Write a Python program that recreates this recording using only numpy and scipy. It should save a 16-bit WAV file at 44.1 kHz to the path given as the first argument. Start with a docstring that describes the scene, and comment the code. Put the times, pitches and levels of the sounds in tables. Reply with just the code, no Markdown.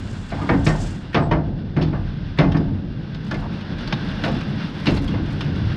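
"""A low rumble and a thin hiss come first: a small steel trailer is being pulled about by its drawbar.
Outdoors, close by, one microphone, no echo. The loose coupling and jockey wheel knock against the
frame, which booms and clangs; latch and handle click, steel rasps on steel, and faint high chirps pass.
Later, grit crackles as the wheel rolls over pebbled concrete, and the trailer is lowered onto a tow ball."""
import sys
import numpy as np
from scipy import signal
from scipy.fft import rfft, irfft
from scipy.io import wavfile

SR = 44100
rng = np.random.default_rng(int(sys.argv[2]) if len(sys.argv) > 2 else 0)


def dump(signal):
    """Clip the signal to [-1, 1] and save it as 16-bit WAV at the path in sys.argv[1]."""
    limited = np.clip(np.atleast_2d(signal).T, -1, 1)
    pcm = np.round(limited * 32767).astype(np.int16)
    wavfile.write(sys.argv[1], SR, pcm)


N = 254016
TIME = np.arange(N) / SR
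BAND_EDGES = np.geomspace(25, 16000, 37)
BAND_HZ = np.sqrt(BAND_EDGES[1:] * BAND_EDGES[:-1])

# Table levels are relative: each source adds its own gain.
# the moving trailer at the microphone: time_s, rumble_db, drone_db
MOTION_LEVELS = [(0, -33.5, -30.5), (.6, -33.5, -29.5), (1.0, -40, -36), (1.5, -37, -28), (2.2, -32.5, -30),
                 (3.55, -39.5, -28), (4.2, -33.5, -24), (4.65, -40.5, -27), (5.1, -30, -24.5),
                 (5.76, -33, -25.5)]
# the background hiss, dipping and recovering: time_s, level_db
HISS_LEVELS = [(0.0, -45.5), (0.29, -44), (0.56, -40.5), (1.6, -51), (1.84, -47), (2.49, -43.5),
               (2.65, -48), (2.85, -48.5), (4.09, -35.5), (4.91, -39), (5.1, -40), (5.76, -38.5)]
# spectra of rumble, hollow drone, background hiss and friction: frequency_hz, level_db
RUMBLE_SPECTRUM = [(12, -26.5), (25, -7.5), (37, 9.5), (52, 2), (72, 0.5), (97, 10.5), (120, 0), (170, -34),
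                   (400, -85.5)]
DRONE_SPECTRUM = [(60, -19), (105, -1), (150, 6.5), (210, -2), (290, -7), (400, -14), (600, -20),
                  (1200, -41), (4000, -84.5)]
HISS_SPECTRUM = [(150, 2), (400, -3), (800, 1), (1200, -1.5), (1550, 1.5), (2200, -5.5), (3500, -6),
                 (5200, -12), (6200, -25), (7300, -40), (10000, -39), (12500, -51.5), (15000, -54)]
SWISH_SPECTRUM = [(2500, -21), (4800, 1.5), (6000, 0), (7600, 1), (9500, -9.5), (11000, -22.5),
                  (14000, -28.5), (15500, -52)]
# resonances in drone and hiss: pitch_hz, width_hz, lift_db
DRONE_RESONANCES = [(209.5, 26, 6.5), (280, 12, 7.5), (330, 22, 4.5)]
HISS_RESONANCES = [(1560, 130, 3.8), (2780, 97, 5.7), (3466, 140, 4.9)]
# sliding strokes: start_s, attack_s, level_db
SWISH_STROKES = [(.09, 0.012, -53), (.641, 0.0082, -39), (.76, .06, -42)]
# light contacts of latch and handle: start_s, clack_db, pitch_hz
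LATCH_CLICKS = [(.302, -43.5, 3920), (0.667, -28, 5560), (1.822, -35, 4460), (2.518, -38, 3180),
                (2.568, -39, 4910), (3.146, -41.5, 3770), (3.31, -31.5, 1460), (3.341, -35.5, 2080),
                (3.608, -42, 2950), (3.784, -40.5, 3450), (3.874, -35, 4500), (4.408, -36.5, 2500),
                (4.857, -30, 2930), (4.963, -36, 2070), (4.971, -36, 4090), (5.077, -35.5, 3300),
                (5.407, -30.5, 3010)]
# ring of the small parts: band_hz, level_db, t60_s
CLICK_BANDS = [(400, -24, 0.057), (1000, -8.5, 0.12), (1800, -8.5, 0.086), (3200, -8.5, 0.082),
               (5130, -10.5, 0.079), (7250, -3.5, 0.063), (10000, -3, 0.049), (14000, -16, .04)]
# blows on the frame: start_s, boom_db, clang_db, edge_db, boom_hz, note_hz, note_db
FRAME_BLOWS = [(.320, -27.5, -32.5, -50, 310, 675, -27), (.415, -23, -36.5, -50, 310, 1207, -28),
               (0.4898, -12, -18, -37.5, 310, 1865, -19.5), (0.6643, -16, -20.5, -29.5, 150, 1824, -16.5),
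               (.857, -30, -46, -50, 185, 602, -38), (1.1444, -12.5, -16.5, -28.5, 150, 1224, -15),
               (1.3116, -15.5, -21, -36.5, 145, 935, -15.5), (1.7646, -17, -26.5, -44, 150, 726, -29),
               (1.812, -17.5, -40, -37.5, 150, 3510, -35.5), (1.928, -24.5, -33, -59, 143, 827, -28.5),
               (2.386, -11, -17.5, -28, 156, 2030, -29.5), (2.545, -13.5, -29.5, -46, 299, 1770, -34),
               (2.678, -31, -46, -61, 278, 904, -36.5), (3.313, -25.5, -32, -43.5, 280, 1725, -26),
               (3.924, -28, -25.5, -26.5, 210, 1613, -18), (4.237, -21.5, -24, -29, 285, 1483, -23),
               (4.278, -21, -37, -39, 285, 523, -23), (4.867, -12.5, -23.5, -24.5, 266, 2716, -24.5),
               (5.139, -25, -33.5, -45, 220, 900, -37)]
# modes of frame and drawbar: pitch_hz, level_db, free_t60_s
STEEL_MODES = [(38.6, -14, 0.89), (74, -12, 0.96), (96, -14.5, 0.48), (144.6, -4, 0.31), (153.36, -1, 0.55),
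               (179.3, -9.5, 0.56), (208, -14, 0.37), (244, -17, 0.25), (279.1, -7, 0.53), (320, -7.5, 0.4),
               (342, -19.5, 0.67), (379, -11.5, 0.58), (436, -14, 0.26), (605.6, -4, 0.25),
               (685.4, -7.5, 0.61), (827, -13.5, 0.23), (880, -15, 0.13), (943, -14, 0.3),
               (1125, -6.5, 0.21), (1185, -16.5, 0.45), (1220, -22.5, 0.18), (1690, -23, .27),
               (1560, -26, 0.83), (1750, -26.5, 0.27), (2070, -8.5, 0.28), (2260, -8.5, .17),
               (2650, -14.5, 0.16), (2960, -4, 0.16), (3430, -8, 0.12), (3560, -15.5, 0.14)]
# the frame's countless weaker modes: band_hz, level_db, free_t60_s
WASH_BANDS = [(30, -26, 0.89), (140, -14, .55), (320, -11, 0.5), (430, -12, 0.36), (734, -9.5, 0.61),
              (1120, -11, 0.34), (1310, -12.5, 0.38), (1870, -9, 0.23), (2500, -4.5, 0.21),
              (3370, -8.5, 0.22), (5600, -15, 0.31), (6700, -34, .21), (9800, -51.5, 0.14),
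              (14000, -63.5, .1)]
# short rasps and a last low groan of dragging steel: start_s, length_s, pitch_hz, level_db
STEEL_SCRAPES = [(0.335, 0.16, 950, -37), (1.126, 0.022, 2200, -36), (1.3, 0.015, 2600, -51),
                 (2.372, .018, 1930, -36), (3.41, .07, 840, -35), (4.822, 0.037, 2430, -45),
                 (5.503, .26, 103, -24.5)]
# faint, brief high chirps: centre_s, width_s, pitch_hz, level_db
HIGH_CHIRPS = [(1.11, .04, 7900, -74), (1.24, 0.07, 7800, -59), (2.0, .04, 8040, -77)]
# pace of the wheel, as the level of its crackle: time_s, level_db
WHEEL_PACE = [(3.0, -87), (3.41, -77), (3.72, -78), (4.02, -72), (5.01, -72), (5.16, -75), (5.76, -73.5)]
# the wheel bites into the grit: centre_s, level_db
WHEEL_BITES = [(2.65, -55), (3.3, -47), (4.25, -44), (4.97, -37.5), (5.37, -51)]


def from_db(db):
    return 10 ** (np.asarray(db) / 20)


def rms_one(x):
    return x / np.sqrt(np.mean(x ** 2) + 1e-20)


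def in_time(rows):
    """Each column of a curve, sample by sample."""
    s, *columns = np.transpose(rows)
    return [np.interp(TIME, s, c) for c in columns]


def at_hz(rows, hz):
    """Each column of a table, read on a log-frequency axis."""
    knots, *columns = np.transpose(rows)
    return [np.interp(np.log(hz + 1e-9), np.log(knots), c) for c in columns]


def add(out, s, sound):
    """Mix a sound in from time s."""
    start = max(int(s * SR), 0)
    out[start:start + len(sound)] += sound[:max(N - start, 0)]


def decay(t, t60):
    return np.exp(-np.log(1000) * t / t60)


def build_up(t, hz, contact_s, cycles):
    """Bending waves are slower in the bass, so low notes take longer to fill the steel."""
    return 1 - np.exp(-t / (contact_s + cycles / hz))


def bump(hz, centre_hz, octaves):
    """A bell curve of height 1 round one pitch."""
    return np.exp(-(np.log2(hz / centre_hz) / octaves) ** 2)


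def drift(per_s):
    """A line wandering between random points of spread 1."""
    knots = rng.standard_normal(int(per_s * N / SR) + 2)
    return np.interp(TIME * per_s, np.arange(len(knots)), knots)


def coloured_noise(spectrum, peaks=()):
    """Noise with a smooth spectrum and a few resonances on it; rms 1."""
    hz = np.arange(N // 2 + 1) * SR / N
    lift_db = sum(lift / (1 + (2 * (hz - f) / width) ** 2) for f, width, lift in peaks)
    gain = from_db(at_hz(spectrum, hz)[0] + lift_db)
    return rms_one(irfft(rfft(rng.standard_normal(N)) * gain, N))


def noise_bands(size=65536):
    """One row of rms-1 noise per band: modes too dense to tell apart."""
    spectrum = rfft(rng.standard_normal(size))
    hz = np.arange(size // 2 + 1) * SR / size
    return np.array([rms_one(irfft(spectrum * (hz >= low) * (hz < high)))
                     for low, high in zip(BAND_EDGES, BAND_EDGES[1:])])


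def stretch_of(bands, size):
    """A random stretch of the bands, so that no two hits sound alike."""
    start = rng.integers(bands.shape[1] - size)
    return bands[:, start:start + size]


def rocking(peak_s=0.16, steepness=4.2):
    """Each blow rocks the trailer on its tyres in a swell after the boom; swells add in power."""
    power = np.zeros(N)
    age = np.arange(SR) / SR / peak_s
    swell = (age * np.exp(1 - age)) ** steepness
    for s, boom_db, *_ in FRAME_BLOWS:
        add(power, s, (from_db(boom_db) * swell) ** 2)
    return np.sqrt(power)


def trailer_rumble(lumpy_db=1.86):
    """The moving trailer gives a lumpy rumble and a hollow drone; both swell as it rocks."""
    rumble_db, drone_db = in_time(MOTION_LEVELS)
    rock = rocking()
    deep = np.hypot(from_db(rumble_db), from_db(-16) * rock)
    hollow = np.hypot(from_db(drone_db), from_db(-15) * rock)
    rumble = deep * from_db(2.5 + lumpy_db * drift(18)) * coloured_noise(RUMBLE_SPECTRUM)
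    drone = hollow * from_db(lumpy_db * drift(18)) * coloured_noise(DRONE_SPECTRUM, DRONE_RESONANCES)
    return rumble + drone


def background_hiss(gain_db=1.0, waver_db=1.5):
    """A broad background hiss whose level curve dips after loud knocks and slowly recovers."""
    level_db = in_time(HISS_LEVELS)[0] + gain_db + waver_db * drift(25)
    return from_db(level_db) * coloured_noise(HISS_SPECTRUM, HISS_RESONANCES)


def swish(thin_db=-57.5, thin_hold_s=0.93, grain_db=2.5):
    """Fine, grainy friction: a thin hiss over the first second, and strokes that rise and die away."""
    power = (from_db(thin_db) * decay(np.maximum(TIME - thin_hold_s, 0), t60=.4)) ** 2
    for s, attack_s, db in SWISH_STROKES:
        stroke = np.minimum(TIME / attack_s, 1) * decay(np.maximum(TIME - attack_s, 0), t60=0.55)
        add(power, s, (from_db(db) * stroke) ** 2)
    return np.sqrt(power) * from_db(grain_db * drift(180)) * coloured_noise(SWISH_SPECTRUM)


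def part_note(t, hz, t60, split_hz=17.0, twin_db=-4.0):
    """A bent steel part rings on two close modes that beat."""
    twin = from_db(twin_db) * np.sin(2 * np.pi * ((hz + split_hz) * t + 0.28 * rng.standard_normal()))
    return (np.sin(2 * np.pi * hz * t) + twin) * decay(t, t60) / (1 + from_db(twin_db))


def latch_contacts(lag_s=0.000994, latch_hz=3490):
    """Latch and handle click alone, and each knock jolts the latch: start_s, clack_db, tick_db, pitch_hz."""
    for s, db, hz in LATCH_CLICKS:
        yield s, db, db - 27, hz
    for s, _, _, edge_db, *_ in FRAME_BLOWS:
        yield s + lag_s, edge_db - 2, edge_db - 45, latch_hz * 2 ** (0.086 * rng.standard_normal())


def small_clicks(contacts, gain_db=2.0, contact_s=0.0011, pitch_lift_db=7.5):
    """Light parts give a short clack with a clink in it and a tick on top, and leave the frame at rest."""
    out, t = np.zeros(N), np.arange(int(.15 * SR)) / SR
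    high = BAND_HZ > 400
    bands, hz = noise_bands()[high], BAND_HZ[high, None]
    band_db, t60 = at_hz(CLICK_BANDS, hz)
    envelope = from_db(gain_db + band_db) * decay(t, t60) * build_up(t, hz, contact_s, cycles=0.34)
    for s, clack_db, tick_db, pitch_hz in contacts:
        force_db, = at_hz([(5200, clack_db), (7600, tick_db)], hz)
        force = from_db(force_db + pitch_lift_db * bump(hz, pitch_hz, octaves=0.2))
        clink = part_note(t, pitch_hz, t60=0.15) * build_up(t, pitch_hz, contact_s, cycles=0.93)
        clack = (force * envelope * stretch_of(bands, len(t))).sum(0)
        add(out, s, from_db(clack_db - 1) * clink + clack)
    return out


def blows(rebound_s=.05, rebound_hz=304):
    """Every knock, then a softer, duller one as the drawbar drops back."""
    for s, boom_db, clang_db, edge_db, boom_hz, note_hz, note_db in FRAME_BLOWS:
        # a hard, bright blow is held against the frame and rings for less of the free decay
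        hardness_db = max(edge_db - boom_db + 9.5, 0)
        ring = max(0.9 - 0.1 * hardness_db, .2)
        yield s, boom_db, clang_db, edge_db, ring, boom_hz, note_hz, note_db
        yield (s + rebound_s, boom_db - 6.5, clang_db - 16, edge_db - 26,
               ring, rebound_hz, note_hz, note_db - 16)


def frame_knocks(mode_db=-1.5, wash_db=2.0, crack_db=3.0, scatter_db=4.5, rattle_db=1.0,
                 contact_s=0.0037, cycles=0.41):
    """Each blow cracks, then rings the struck part, the frame's modes and a wash of weaker ones."""
    out, t = np.zeros(N), np.arange(int(.65 * SR)) / SR
    hz, level_db, t60 = np.transpose(STEEL_MODES)[:, :, None]
    band_hz = BAND_HZ[:, None]
    band_db, band_t60 = at_hz(WASH_BANDS, band_hz)
    bands = noise_bands()
    bands *= from_db(rattle_db * drift(160))[:bands.shape[1]]   # loose parts keep the wash rattling
    snap = build_up(t, band_hz, contact_s=.0005, cycles=.7)
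    crack = from_db(crack_db) * snap * decay(t, t60=0.034) * band_hz / (band_hz + 1200)
    band_rise = build_up(t, band_hz, contact_s, cycles)
    swing = np.sin(2 * np.pi * (hz * t + rng.random(hz.shape))) * build_up(t, hz, contact_s, cycles)
    for s, boom_db, clang_db, edge_db, ring, boom_hz, note_hz, note_db in blows():
        force = [(300, boom_db), (650, clang_db), (1700, clang_db), (3200, edge_db)]
        # where the blow lands favours some low modes
        place_db = 7.0 * (bump(hz, boom_hz, octaves=0.27) - 0.36 * (hz < 400))
        chance_db = scatter_db * rng.standard_normal(hz.shape)
        strength = from_db(mode_db + level_db + at_hz(force, hz)[0] + place_db + chance_db)
        modes = strength * rng.choice([-1, 1], hz.shape) * swing * decay(t, t60 * ring)
        wash = stretch_of(bands, len(t)) * (band_rise * decay(t, band_t60 * ring) + crack)
        wash_gains = from_db(wash_db + band_db + at_hz(force, band_hz)[0])[:, 0]
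        note = part_note(t, note_hz, t60=0.24 * ring) * build_up(t, note_hz, contact_s=.0003, cycles=0.9)
        add(out, s, from_db(note_db) * note + modes.sum(0) + wash_gains @ wash)
    return out


def scrapes():
    """Steel drags on steel: a stroke of rubbing noise round one pitch."""
    out = np.zeros(N)
    for s, length_s, hz, db in STEEL_SCRAPES:
        band = signal.butter(2, [0.65 * hz, 1.22 * hz], "band", fs=SR, output="sos")
        rub = rms_one(signal.sosfilt(band, rng.standard_normal(N)))
        stroke = signal.windows.tukey(int(length_s * SR), .5)
        add(out, s, from_db(db) * stroke * rub[-len(stroke):])
    return out


def high_chirps(waver_hz=160):
    """Faint, brief, wavering high chirps near 8 kHz."""
    out = np.zeros(N)
    waver = np.cumsum(waver_hz * drift(610)) / SR
    for s, width_s, hz, db in HIGH_CHIRPS:
        swell = np.exp(-(2 * (TIME - s) / width_s) ** 2)
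        out += from_db(db) * swell * np.sin(2 * np.pi * (hz * TIME + waver))
    return out


def pace_db():
    """How briskly the wheel rolls, 0 dB at its fastest."""
    level_db, = in_time(WHEEL_PACE)
    return level_db - level_db.max()


def grit(full_pace_per_s=160, clump_db=4.5, spread_db=4.5, bite_s=0.098, dull_hz=4200):
    """Grains crunch in clumps under the wheel, most of them tiny; a brisker pace gives more, louder ones."""
    pace = pace_db()
    bites = sum(from_db(db) * np.exp(-((TIME - s) / bite_s) ** 2) for s, db in WHEEL_BITES)
    load = from_db(-50 + 1.1 * pace) + bites
    sizes = load * from_db(-6 + spread_db * np.minimum(rng.exponential(1, N), 3))
    per_s = full_pace_per_s * from_db(pace + clump_db * drift(30))
    grains = sizes * (rng.random(N) < per_s / SR)
    # overlapping grains add in power
    power = signal.lfilter([1], [1, -decay(1 / SR, t60=.04) ** 2], grains ** 2 + 1e-18)
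    lowpass = signal.butter(2, dull_hz, fs=SR, output="sos")
    return signal.sosfilt(lowpass, np.sqrt(power) * rng.standard_normal(N))


def pebble_contacts(full_pace_per_s=9, clack_db=-43.5, tick_db=-66, centre_hz=3180):
    """Pebbles snap at random under the rolling wheel: start_s, clack_db, tick_db, pitch_hz."""
    rolling = TIME > WHEEL_PACE[0][0]
    snaps = rng.random(N) < full_pace_per_s * from_db(pace_db()) / SR
    for s in TIME[rolling & snaps]:
        size_db = -3.5 * rng.exponential()
        yield s, clack_db + size_db, tick_db + size_db, centre_hz * 2 ** (0.28 * rng.standard_normal())


def scene():
    """The trailer over a background hiss, heard from one spot."""
    steel = frame_knocks() + scrapes()
    chirps = high_chirps()
    bed = trailer_rumble() + background_hiss() + swish()
    clicks = small_clicks([*latch_contacts(), *pebble_contacts()])
    return (steel + chirps + bed + clicks + grit())[None]


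def record(dry, ceiling=0.69, stop_hz=15600):
    """The microphone channel rounds the loudest peaks and cuts the highest treble."""
    lowpass = signal.cheby2(12, 60, stop_hz, fs=SR, output="sos")
    return signal.sosfilt(lowpass, ceiling * np.tanh(dry / ceiling))


dry = scene()
out = record(dry)
dump(out)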